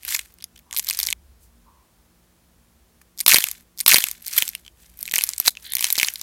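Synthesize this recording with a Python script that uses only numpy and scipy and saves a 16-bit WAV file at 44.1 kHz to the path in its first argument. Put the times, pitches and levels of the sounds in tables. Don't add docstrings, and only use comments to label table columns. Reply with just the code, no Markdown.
import sys
import numpy as np
from scipy import signal
from scipy.fft import rfft, irfft, next_fast_len
from scipy.io import wavfile

SR = 44100
rng = np.random.default_rng(int(sys.argv[2]) if len(sys.argv) > 2 else 0)


def amplitude_ratio(level_db):
    exponent = np.asarray(level_db, float) / 20
    return 10 ** exponent


def generate_wav(signal):
    frames = np.transpose(np.atleast_2d(signal))
    scaled = np.clip(frames, -1, 1) * 32767
    pcm = np.round(scaled).astype(np.int16)
    wavfile.write(sys.argv[1], SR, pcm)


N = 274302

REPLAY_S, REPLAY_TO_S, REPLAY_LAG = 3.04, 3.62, 26436


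def rms_one(x):
    return x / np.sqrt(np.mean(x ** 2) + 1e-20)


def top_one(x):
    return x / np.max(np.abs(x))


def band(x, low_hz, high_hz, order=2):
    edges_hz = [low_hz, min(high_hz, .45 * SR)]
    return signal.sosfilt(signal.butter(order, edges_hz, "band", fs=SR, output="sos"), x)


def resonance(x, hz, width_hz):
    r = np.exp(-np.pi * width_hz / SR)
    gain = (1 - r * r) / 2
    return signal.lfilter([gain, 0, -gain], [1, -2 * r * np.cos(2 * np.pi * hz / SR), r * r], x)


def colour(x, spectrum):
    hz, level_db = np.transpose(spectrum)
    size = next_fast_len(N)
    grid = np.maximum(np.arange(size // 2 + 1) * SR / size, 1)
    gain = amplitude_ratio(np.interp(np.log(grid), np.log(hz), level_db))
    return rms_one(irfft(rfft(x, size) * gain, size)[:N])


def drift(rate_hz):
    lowpass = signal.butter(2, rate_hz, fs=SR, output="sos")
    return rms_one(signal.sosfilt(lowpass, rng.standard_normal(N + SR))[SR:])


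def swell(s, rise, fall):
    t = np.arange(N) / SR
    return np.exp(np.where(t < s, -((t - s) / rise) ** 2, (s - t) / fall))


def place(out, s, sound):
    at = round((s - .001) * SR)
    out[at:at + len(sound)] += sound


def room_tone():
    # hz, level_db (per Hz)
    air = [(18, -36), (30, -3.5), (66, -11), (127, -1), (233, -16.5), (287, -8), (1130, -14), (1220, -14.5),
           (2750, -19), (11100, -20.5), (16000, -20.5)]
    # start_s, level_db
    rumble = [(0, -57), (.6, -61.5), (1.201, -53), (1.601, -57.5), (2.199, -63.5), (4.499, -59.5),
              (6.22, -60.5)]
    # pitch_hz, width_hz, level_db
    hums = [(177.8, 1.8, -69.5), (234.2, 7, -71), (338, 8.8, -78), (10686, 30, -81)]
    # start_s, rise_s, fall_s, low_hz, high_hz, level_db
    faint = [
        (1.68, 0.017, 0.098, 920, 1120, -55.5),
        (3.017, .003, .004, 4000, 15800, -50),
        (0.70, 0.04, 0.05, 900, 1150, -60),
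        (1.44, .03, 0.03, 6000, 15400, -57.5),
    ]

    out = amplitude_ratio(-62) * colour(rng.standard_normal(N), air)
    s, rumble_db = np.transpose(rumble)
    throb = amplitude_ratio(np.interp(np.arange(N) / SR, s, rumble_db) - 1)
    out += throb * rms_one(band(rng.standard_normal(N), 48, 71.5))
    for hz, width_hz, level_db in hums:
        out += amplitude_ratio(level_db) * rms_one(resonance(rng.standard_normal(N), hz, width_hz))
    for s, rise, fall, low_hz, high_hz, level_db in faint:
        rub = rms_one(band(rng.standard_normal(N), low_hz, high_hz))
        out += amplitude_ratio(level_db) * swell(s, rise, fall) * rub
    return out


def scrape():
    # start_s, rise_s, fall_s, low_hz, high_hz, level_db
    drag = (5.664, .016, .05, 3100, 4400, -36)
    s, rise, fall, low_hz, high_hz, level_db = drag
    stutter = rng.standard_normal(N) * amplitude_ratio(5 * drift(90))
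    humps = band(stutter, low_hz, high_hz, order=3)
    humps = humps + band(stutter, low_hz / 2, high_hz / 2, order=3) / 2
    return amplitude_ratio(level_db) * swell(s, rise, fall) * rms_one(humps)


def squeeze():
    # time_s, level_db
    grips = [
        [(0, -57.5), (.06, -41), (.083, -26), (.145, -27), (.226, -47), (.33, -66)],
        [(.70, -72.5), (.734, -44.5), (.788, -42.5), (.84, -47), (.902, -36.5), (.971, -41), (.999, -36.5),
         (1.14, -39)],
        [(3.17, -66), (3.208, -39.5), (3.257, -47), (3.293, -14.5), (3.40, -23.5), (3.524, -42), (3.64, -62)],
        [(4.2, -57), (4.255, -45), (4.38, -25.5), (4.458, -35), (4.487, -39), (4.615, -60), (4.733, -71.5)],
        [(4.74, -75.5), (4.81, -51), (4.952, -62.5), (4.996, -46), (5.12, -53.5)],
        [(5.12, -53.5), (5.15, -28.5), (5.245, -33.5), (5.37, -49.5), (5.405, -40), (5.44, -39), (5.478, -16.5),
         (5.494, -33.5), (5.501, -52.5), (5.52, -67.5)],
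        [(5.563, -63), (5.664, -39.5), (5.71, -56.5), (5.746, -46), (5.846, -27), (5.947, -38), (6.04, -27.5),
         (6.127, -40.5), (6.23, -47)],
    ]
    t = np.arange(N) / SR
    return sum(amplitude_ratio(np.interp(t, *np.transpose(rows), -150, -150) - 1.5) for rows in grips)


def crumble():
    # hz, level_db (per Hz)
    crumb = [(120, -40), (500, -28), (800, -10.5), (1140, 0.5), (2250, 0), (3620, -3), (4430, -2),
             (10100, 0.5), (13300, -0.5), (16000, -8.5)]
    noise, clumps, grains = colour(rng.standard_normal(N), crumb), amplitude_ratio(6.4 * drift(55)), 0
    for low_hz, high_hz in [(1300, 4500), (3000, 9000), (7000, 16000)]:
        born = rng.random(N) < 700 * clumps / SR
        sizes = amplitude_ratio(3.8 * np.minimum(rng.exponential(1, N), 4)) * born
        env = signal.lfilter([1], [1, -np.exp(-1 / (.00019 * SR))], sizes)
        grains = grains + band(noise * (rms_one(env) + 1), low_hz, high_hz)
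    smooth_lows = band(noise, 150, 1300)
    return rms_one(grains + smooth_lows) * squeeze()


def jerks(peak_db, draw, run_s):
    t = np.arange(draw.shape[1]) / SR - .001
    lead_in = amplitude_ratio(-6.5) * np.exp(np.minimum(t, 0) / .00015)
    run = np.exp(-t / (run_s * amplitude_ratio(.056 * (peak_db + 22))))
    run += amplitude_ratio(-20.5) * np.exp(-t / .002)
    run += 6.5 * np.exp(-t / .00007)
    return draw[0] * amplitude_ratio(4.7 * draw[1]) * np.where(t < 0, lead_in, run)


def ticks(table, sharpness, broad_db, run_s):
    out = np.zeros(N + SR)
    for (s, peak_db, hz), draw in zip(table, rng.standard_normal((len(table), 2, 1024))):
        force = jerks(peak_db, draw, run_s)
        tick = amplitude_ratio(broad_db) * band(force, 1700, 15500, order=3)
        tick += amplitude_ratio(-14) * band(force, .6 * hz, 2.5 * hz)
        tick += resonance(force, min(hz, 15000), hz / sharpness)
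        place(out, s, amplitude_ratio(peak_db + 3.5) * top_one(tick))
    return out[:N]


def peeling():
    # start_s, peak_db, ring_hz
    tacks = [(4.6794, -30.5, 3170), (5.5709, -24, 2700), (0.404, -40, 3190), (0.4085, -37.5, 3700),
             (0.427, -35.5, 3380), (0.5605, -37.5, 3370), (0.5785, -34.5, 3370), (3.015, -42, 1675),
             (4.65, -39.5, 3200), (4.6635, -32.5, 3080), (5.5523, -30, 3200), (0.7425, -35, 1120)]
    return ticks(tacks, sharpness=9, broad_db=-24, run_s=.002)


def chips():
    count, crowding = 70, .5
    over_db, spread_db = 10.5, 2.5
    clay_hz, lacquer_hz = 5400, 12800
    draw, gain = rng.standard_normal((count, 3)), squeeze()
    worked = np.abs(np.arange(N) / SR - (REPLAY_S + REPLAY_TO_S) / 2) > 1 / 2
    share = np.cumsum(gain ** crowding * worked)
    at = np.searchsorted(share, share[-1] * (np.arange(count) + rng.random(count)) / count)
    splinter_hz, flake_hz = lacquer_hz * amplitude_ratio(.53 * draw[:, 1]), clay_hz * amplitude_ratio(3.5 * draw[:, 1])
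    hz = np.where(draw[:, 0] > 0, splinter_hz, flake_hz)
    peak_db = 20 * np.log10(gain[at]) + over_db + spread_db * draw[:, 2]
    rows = np.transpose([np.maximum(at / SR, .002), peak_db, hz])
    return ticks(rows, sharpness=1.8, broad_db=-13.5, run_s=.0012)


def thuds():
    # start_s, peak_db
    yields = [(3.263, -19), (3.281, -21.5), (3.3117, -24.5), (3.328, -25.5), (3.335, -14.5), (3.3454, -9),
              (3.3816, -22.5), (3.4418, -28), (4.3823, -47), (4.4263, -26), (5.1365, -26), (5.1801, -32),
              (0.144, -42.5), (5.402, -21), (0.7282, -41), (5.4801, -17.5), (5.7524, -39), (5.845, -42),
              (5.9804, -21), (6.029, -22)]
    out = np.zeros(N + SR)
    for (s, peak_db), draw in zip(yields, rng.standard_normal((len(yields), 2, 1024))):
        force = jerks(0, draw, run_s=.00037)
        push = band(force, 140, 1200) + amplitude_ratio(-5) * band(force, 70, 290)
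        place(out, s, amplitude_ratio(peak_db) * top_one(push))
    return out[:N]


def snaps():
    # start_s, peak_db, flake_hz, sizzle_db (re flake), splinter_hz
    pinch = [(0.0331, -30, 2740, 3, 11910), (0.0505, -22.5, 2500, 9, 11930),
             (0.0654, -30.5, 2900, -2, 14010), (0.0826, -25.5, 6550, 12, 13930),
             (0.1064, -17, 3413, 0, 12800), (0.1084, -19.5, 3500, 6, 12930),
             (0.1168, -20, 8400, -5.5, 8770), (0.1238, -11.5, 3250, -9.5, 13520),
             (0.1386, -18, 4370, 1.4, 12800), (0.1425, -13.5, 8070, -1.1, 12550),
             (0.1451, -13.5, 4260, 0.5, 9000), (0.148, -5.5, 7240, -1.4, 11920),
             (0.1496, -7.5, 2190, -5, 8970), (0.1527, -16, 5880, -4.5, 12020),
             (0.1637, -9, 6950, -11.5, 8940), (0.192, -13.5, 3040, 0, 14300),
             (0.1937, -16.5, 2940, -12, 12800), (0.2132, -26.5, 3250, -4, 9200),
             (0.2585, -35.5, 1910, -5.5, 13400), (0.3228, -49, 6650, 11.5, 14330),
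             (0.3402, -46.5, 6740, 15, 14300), (0.3861, -39.5, 2460, 4, 8900), (0.4239, -27, 5100, 0, 9900),
             (0.4413, -18.5, 5750, 2.5, 9940), (0.5578, -41, 3380, -14, 9500),
             (0.5754, -41.5, 3300, 4, 9370), (0.5782, -43.5, 3290, -4.5, 14220),
             (0.5911, -40, 3230, 4.5, 13080), (0.595, -42.5, 2250, -2.5, 14300)]
    knead = [(0.7107, -22, 3340, -1, 9500), (0.728, -10.5, 3280, -1.5, 9200),
             (0.737, -19.5, 6800, -5.5, 9600), (0.747, -21.5, 7800, 3.5, 9000),
             (0.7556, -29.5, 4160, 7, 11600), (0.7648, -8.5, 8000, -12.5, 8700),
             (0.773, -14, 4100, 9, 12200), (0.78, -17, 7650, 8.5, 13800), (0.7869, -12, 7740, 11, 12500),
             (0.7951, -7, 6160, 0, 12400), (0.799, -12, 8400, -3.5, 8750), (0.8251, -34, 3940, 11, 12400),
             (0.8286, -30, 7710, 9, 14300), (0.8406, -27, 5360, 2, 13490), (0.846, -20, 7600, 5.5, 13040),
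             (0.8693, -16.5, 4970, -5, 13040), (0.8716, -26, 4260, 5, 13900),
             (0.882, -20, 4030, 0.8, 12080), (0.887, -8.5, 5170, 0.5, 12430),
             (0.8894, -8.5, 4130, -2.5, 13680), (0.8994, -6, 5080, 0, 12040), (0.9095, -9.5, 2430, 5, 8680),
             (0.9297, -14, 5550, -2.5, 9230), (0.936, -15.5, 6360, 0, 12500), (0.948, -16, 4400, -6, 11430),
             (0.973, -17, 5560, 7, 8800), (0.977, -24.5, 5770, 0.5, 8800), (0.9899, -5.5, 5800, 4.5, 12900),
             (1.0004, -8.5, 4600, 1.5, 13000), (1.0126, -17, 5460, -1.5, 11200),
             (1.03, -6, 5460, -4, 13700), (1.0322, -13.5, 5100, 6, 8800), (1.039, -11, 7100, -6, 13900),
             (1.052, -14.5, 5710, -7, 12900), (1.065, -14.5, 7500, 4.5, 10800),
             (1.0698, -5.5, 5120, -3, 13650), (1.0871, -9, 2990, -9, 12300),
             (1.1037, -11.5, 7800, 0.5, 8500), (1.109, -13, 4130, -8, 11600),
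             (1.1268, -4.6, 2800, -2, 11070)]
    shell_break = [(3.1769, -27, 4350, 2, 12650), (3.1864, -21, 5160, -1, 13720),
                   (3.1916, -18, 4870, 3, 12380), (3.1963, -29, 4500, 2.5, 12640),
                   (3.2038, -11, 5510, 0.3, 13290), (3.2082, -22.5, 5200, 10, 9240),
                   (3.2106, -13.5, 8600, 4.5, 9014), (3.2631, 7.5, 4300, 0.5, 11150),
                   (3.2763, -13.5, 5190, -2.5, 13120), (3.2798, 18, 4125, 5, 12850),
                   (3.2902, -9, 8620, 2, 8650), (3.2942, -0.5, 5360, 0, 13240),
                   (3.2992, -15.5, 5500, 7, 13710), (3.3037, -1, 2305, -8, 12800),
                   (3.314, -2.5, 6460, 4.5, 13800), (3.3151, -2, 2395, -3.5, 14300),
                   (3.3197, -7, 2694, 3, 12690), (3.3198, 2.5, 2202, -10.5, 13600),
                   (3.3274, 0, 1892, 3.3, 8800), (3.336, 7.5, 6920, 1, 12290),
                   (3.3433, -14.5, 5090, 1, 12620), (3.3433, 11.5, 4685, 4.3, 9050),
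                   (3.3593, 3.5, 2244, -3, 12800), (3.3668, 1, 3137, 2, 13120),
                   (3.3736, -8, 2259, 0.5, 12800), (3.3845, 3, 4200, 5.5, 13680),
                   (3.394, -25, 6310, -3.5, 9270), (3.4043, -17.5, 1985, 0, 12020),
                   (3.4233, -15, 3180, -7.5, 12900), (3.4408, -2.5, 2690, 3.5, 12900),
                   (3.469, -37.5, 2780, 1.5, 12270), (3.4865, -8.5, 8130, -3.5, 12320),
                   (3.4962, -31.5, 5060, 5, 12070), (3.5137, -13.5, 6940, 6, 12120),
                   (3.573, -44.5, 4090, -3, 11280), (3.6082, -44, 2000, 5.5, 12200)]
    fold = [(4.221, -38.5, 2840, 10, 11870), (4.2245, -36.5, 7970, 13, 11930),
            (4.2479, -31.5, 6330, 3, 10140), (4.2614, -38.5, 8300, 15, 12090),
            (4.2628, -28.5, 6200, 9.5, 14250), (4.2656, -17, 6420, 3, 14480), (4.2762, -25, 8420, 8, 8700),
            (4.2811, -19.5, 4460, 11.5, 13500), (4.2872, -25, 2810, -4, 13610),
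            (4.2961, -27.5, 4500, 3, 13360), (4.3125, -20, 6340, -2.5, 9210),
            (4.3267, -30.5, 3310, 10.5, 14920), (4.3298, -15, 7230, -9, 13170),
            (4.3353, -15, 6350, -1.5, 12570), (4.3852, -10, 4680, 6, 12170), (4.3827, 0.5, 3064, 5, 12510),
            (4.3648, -21, 7650, 12, 11990), (4.3701, -19.5, 1970, 9, 13590), (4.379, -3, 4200, 8.5, 13070),
            (4.3875, -9, 2808, 9, 12520), (4.4061, -20, 3846, -2, 14260), (4.4231, -1, 3040, -0.5, 14380),
            (4.4307, -20.5, 3040, 3, 11940), (4.4529, -26, 7920, 5.5, 14040),
            (4.4613, -26.5, 8420, -0.2, 8910), (4.4786, -11, 7780, -1.1, 13120),
            (4.4899, -16.5, 5700, 7, 11610), (4.4902, -23, 8290, 2.5, 14260),
            (4.5334, -27.5, 2600, 0.5, 8900), (4.551, -13, 2760, 5.2, 8800)]
    crush = [(4.9732, -46, 7080, 17, 11830), (4.9906, -41.5, 8480, 22, 12000),
             (5.0075, -33, 8600, 8.5, 11740), (5.0114, -31.5, 5350, 12, 13710),
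             (5.0211, -38, 8200, 9.5, 11650), (5.0288, -18, 5300, 13.5, 13600),
             (5.0551, -19, 4030, -5, 11390), (5.0623, -27.5, 7170, 9, 11720),
             (5.0782, -15.5, 2670, -3.5, 12530), (5.0879, -21.5, 2330, -12.5, 11500),
             (5.0953, -24.5, 5200, -3.5, 12400), (5.1127, -12.5, 3120, -4, 12260),
             (5.1208, -13.5, 8420, 4.5, 13410), (5.1382, -5.5, 1970, 3.5, 13050),
             (5.1453, -18.5, 2130, -7, 12910), (5.1481, -18.5, 2790, -4, 13260),
             (5.1577, -3, 6173, 2.6, 12300), (5.1627, -4.5, 2266, -8.5, 13900),
             (5.1732, -20.5, 5640, 4.5, 9600), (5.1825, -4, 8400, 6, 8800),
             (5.1875, -2.5, 3002, -5.5, 8880), (5.2098, -10.5, 2652, -8, 12790),
             (5.2204, -18, 4334, 9.5, 11780), (5.2378, -4, 5270, 6, 11280), (5.2459, -26, 6420, 9.5, 14280),
             (5.2673, -34.5, 8480, 15.5, 9930), (5.2735, -19.5, 7780, -1.5, 10100),
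             (5.2909, -5.5, 7400, 2, 9000), (5.3174, -28, 7670, -2.5, 9170),
             (5.3348, -13.5, 7870, -6.5, 8400), (5.3629, -25, 7510, -5, 8800),
             (5.3803, -14, 7760, 1.5, 8560), (5.3827, -20, 7546, 10, 12800),
             (5.4001, -4.5, 6290, 8.5, 12450), (5.4145, -22, 8430, 1.2, 13230),
             (5.4591, -20, 5350, 6.5, 14030), (5.462, -6, 3980, -3, 12940), (5.4762, 0, 5100, -1, 13370),
             (5.4792, 13.5, 4074, 1, 13170), (5.5067, -32.5, 8630, 11, 12140)]
    wring = [(5.6995, -29, 3600, 0, 8800), (5.7038, -30.5, 3670, 7.5, 12000),
             (5.7212, -14.5, 3650, 3, 11380), (5.7353, -10.5, 3720, 4.5, 13400),
             (5.7527, -10, 6985, 13, 13520), (5.7685, -7.5, 3460, 2, 11770),
             (5.7842, -14.5, 3330, 2.6, 9510), (5.7931, -11.5, 3750, -1.5, 8900),
             (5.8085, -5, 8090, 2, 13350), (5.8141, -25, 2300, 11.5, 9950), (5.826, -7.5, 3034, 1, 14000),
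             (5.843, 2.5, 3075, -2.5, 14130), (5.8522, -8, 5230, -4.5, 8780), (5.8678, -11, 3156, 0, 10390),
             (5.8768, -21.5, 3650, 0, 12200), (5.885, -21, 4760, -6, 12360),
             (5.9031, -4.5, 3920, -4, 12420), (5.9087, -22.5, 8470, 10, 12620),
             (5.9261, -12, 5830, 17.5, 14490), (5.9298, -9, 7910, 4.5, 12530),
             (5.9546, -10.5, 4276, -3, 8830), (5.96, -19, 2690, -6.5, 14170),
             (5.967, -12.5, 7830, -6, 11540), (5.9794, -12, 7880, -5.5, 14380),
             (5.9808, -13, 5210, 2.5, 8830), (5.9843, -2.5, 5370, -1, 11220),
             (5.9898, -7, 2617, -2.5, 11820), (5.9987, -1, 3000, -5, 9830), (6.0131, -5, 2568, -7, 11600),
             (6.017, -17, 2700, -1.6, 12430), (6.0308, 4.5, 2526, -5, 11530),
             (6.047, -4.5, 4283, -8.5, 9340), (6.0704, -12.5, 8350, -6.5, 8730),
             (6.0846, -4, 3050, -17, 8950), (6.138, -38, 8480, 26, 11320), (6.1573, -15.5, 4950, -5, 9390),
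             (6.1753, -32.5, 6310, -7.5, 8800), (6.1961, -24, 6050, -2.5, 8880),
             (6.2136, -9.5, 6330, -1, 8910), (6.2151, -21.5, 6013, -2, 11540)]
    table = [*pinch, *knead, *shell_break, *fold, *crush, *wring]

    out = np.zeros(N + SR)
    for row, draw in zip(table, rng.standard_normal((len(table), 2, 1024))):
        s, peak_db, hz, sizzle_db, splinter_hz = row
        force = jerks(peak_db + max(sizzle_db, 0), draw, run_s=.00087)
        shell = band(force, 1900, 3200, order=3) / 2 + band(force, 3900, 8300, order=3)
        flake = band(force, .78 * hz, 1.297 * hz) + resonance(force, hz, .046 * hz)
        piece = amplitude_ratio(-7 + 4 * draw[1, 0]) * resonance(force, 2290, 300)
        body = amplitude_ratio(-3.5) * shell + flake + piece
        sizzle = band(force, 8500, 13960, order=3) + amplitude_ratio(12.5) * resonance(force, splinter_hz, 1300)
        crack = top_one(body) + top_one(sizzle) * amplitude_ratio(sizzle_db)
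        push_db = -17.5 + 1.1 * min(peak_db, -8)
        crack += top_one(band(force, 850, 1600)) * amplitude_ratio(push_db)
        place(out, s, amplitude_ratio(peak_db) * crack)
    return out[:N]


def room(x, near_db, far_db):
    t = np.arange(round(.15 * SR)) / SR
    decay = amplitude_ratio(near_db) * np.exp(-t / .003) + amplitude_ratio(far_db) * np.exp(-t / .016)
    echoes = rng.standard_normal(len(t)) * decay * (t > .0012)
    return x + signal.fftconvolve(x, echoes)[:N]


def overload(x):
    clipped = np.clip(x, -.98, .98)
    lowpass = signal.butter(2, 200, fs=SR, output="sos")
    return clipped - signal.sosfiltfilt(lowpass, clipped - x)


def hush(x):
    # start_s, length_s, low_hz, high_hz
    gaps = [
        (3.2405, .019, 700, 4700),
        (5.1265, .008, 500, 16500),
        (5.0165, .003, 3500, 16500),
        (5.101, .007, 3800, 9000),
        (5.501, .014, 900, 1900),
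        (5.386, .005, 500, 16500),
        (.4335, .005, 4000, 14000),
    ]
    first_s, *first_rest = gaps[0]
    again = (first_s + REPLAY_LAG / SR, *first_rest)
    t, out = np.arange(N) / SR, x.copy()
    hz = np.arange(N // 2 + 1) * SR / N
    for s, length, low_hz, high_hz in [*gaps, again]:
        inside = np.minimum(t - s, s + length - t) / .001
        gate = np.clip(inside, 0, 1)
        nearby = x * np.clip(inside + 1, 0, 1)
        out -= gate * irfft(rfft(nearby) * ((hz > low_hz) & (hz < high_hz)), N)
    return out


def scene():
    cut, let_go = round(1.1315 * SR), round(5.4975 * SR)
    clay = snaps() + thuds() + chips() + crumble() + peeling() + scrape()
    clay = room(clay, near_db=-33.5, far_db=-49)
    clay[cut:cut + SR // 5] *= np.exp(-np.arange(SR // 5) / (.001 * SR))
    clay[let_go:let_go + 340] *= amplitude_ratio(-20)
    x = clay + room_tone()
    start, stop = round(REPLAY_S * SR), round(REPLAY_TO_S * SR)
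    x[start + REPLAY_LAG:stop + REPLAY_LAG] = x[start:stop]
    return x[None]


def roll_off(x):
    return signal.sosfilt(signal.butter(12, 16160, fs=SR, output="sos"), x)


def record(dry):
    return roll_off(hush(overload(dry)))


dry = scene()
out = record(dry)
generate_wav(out)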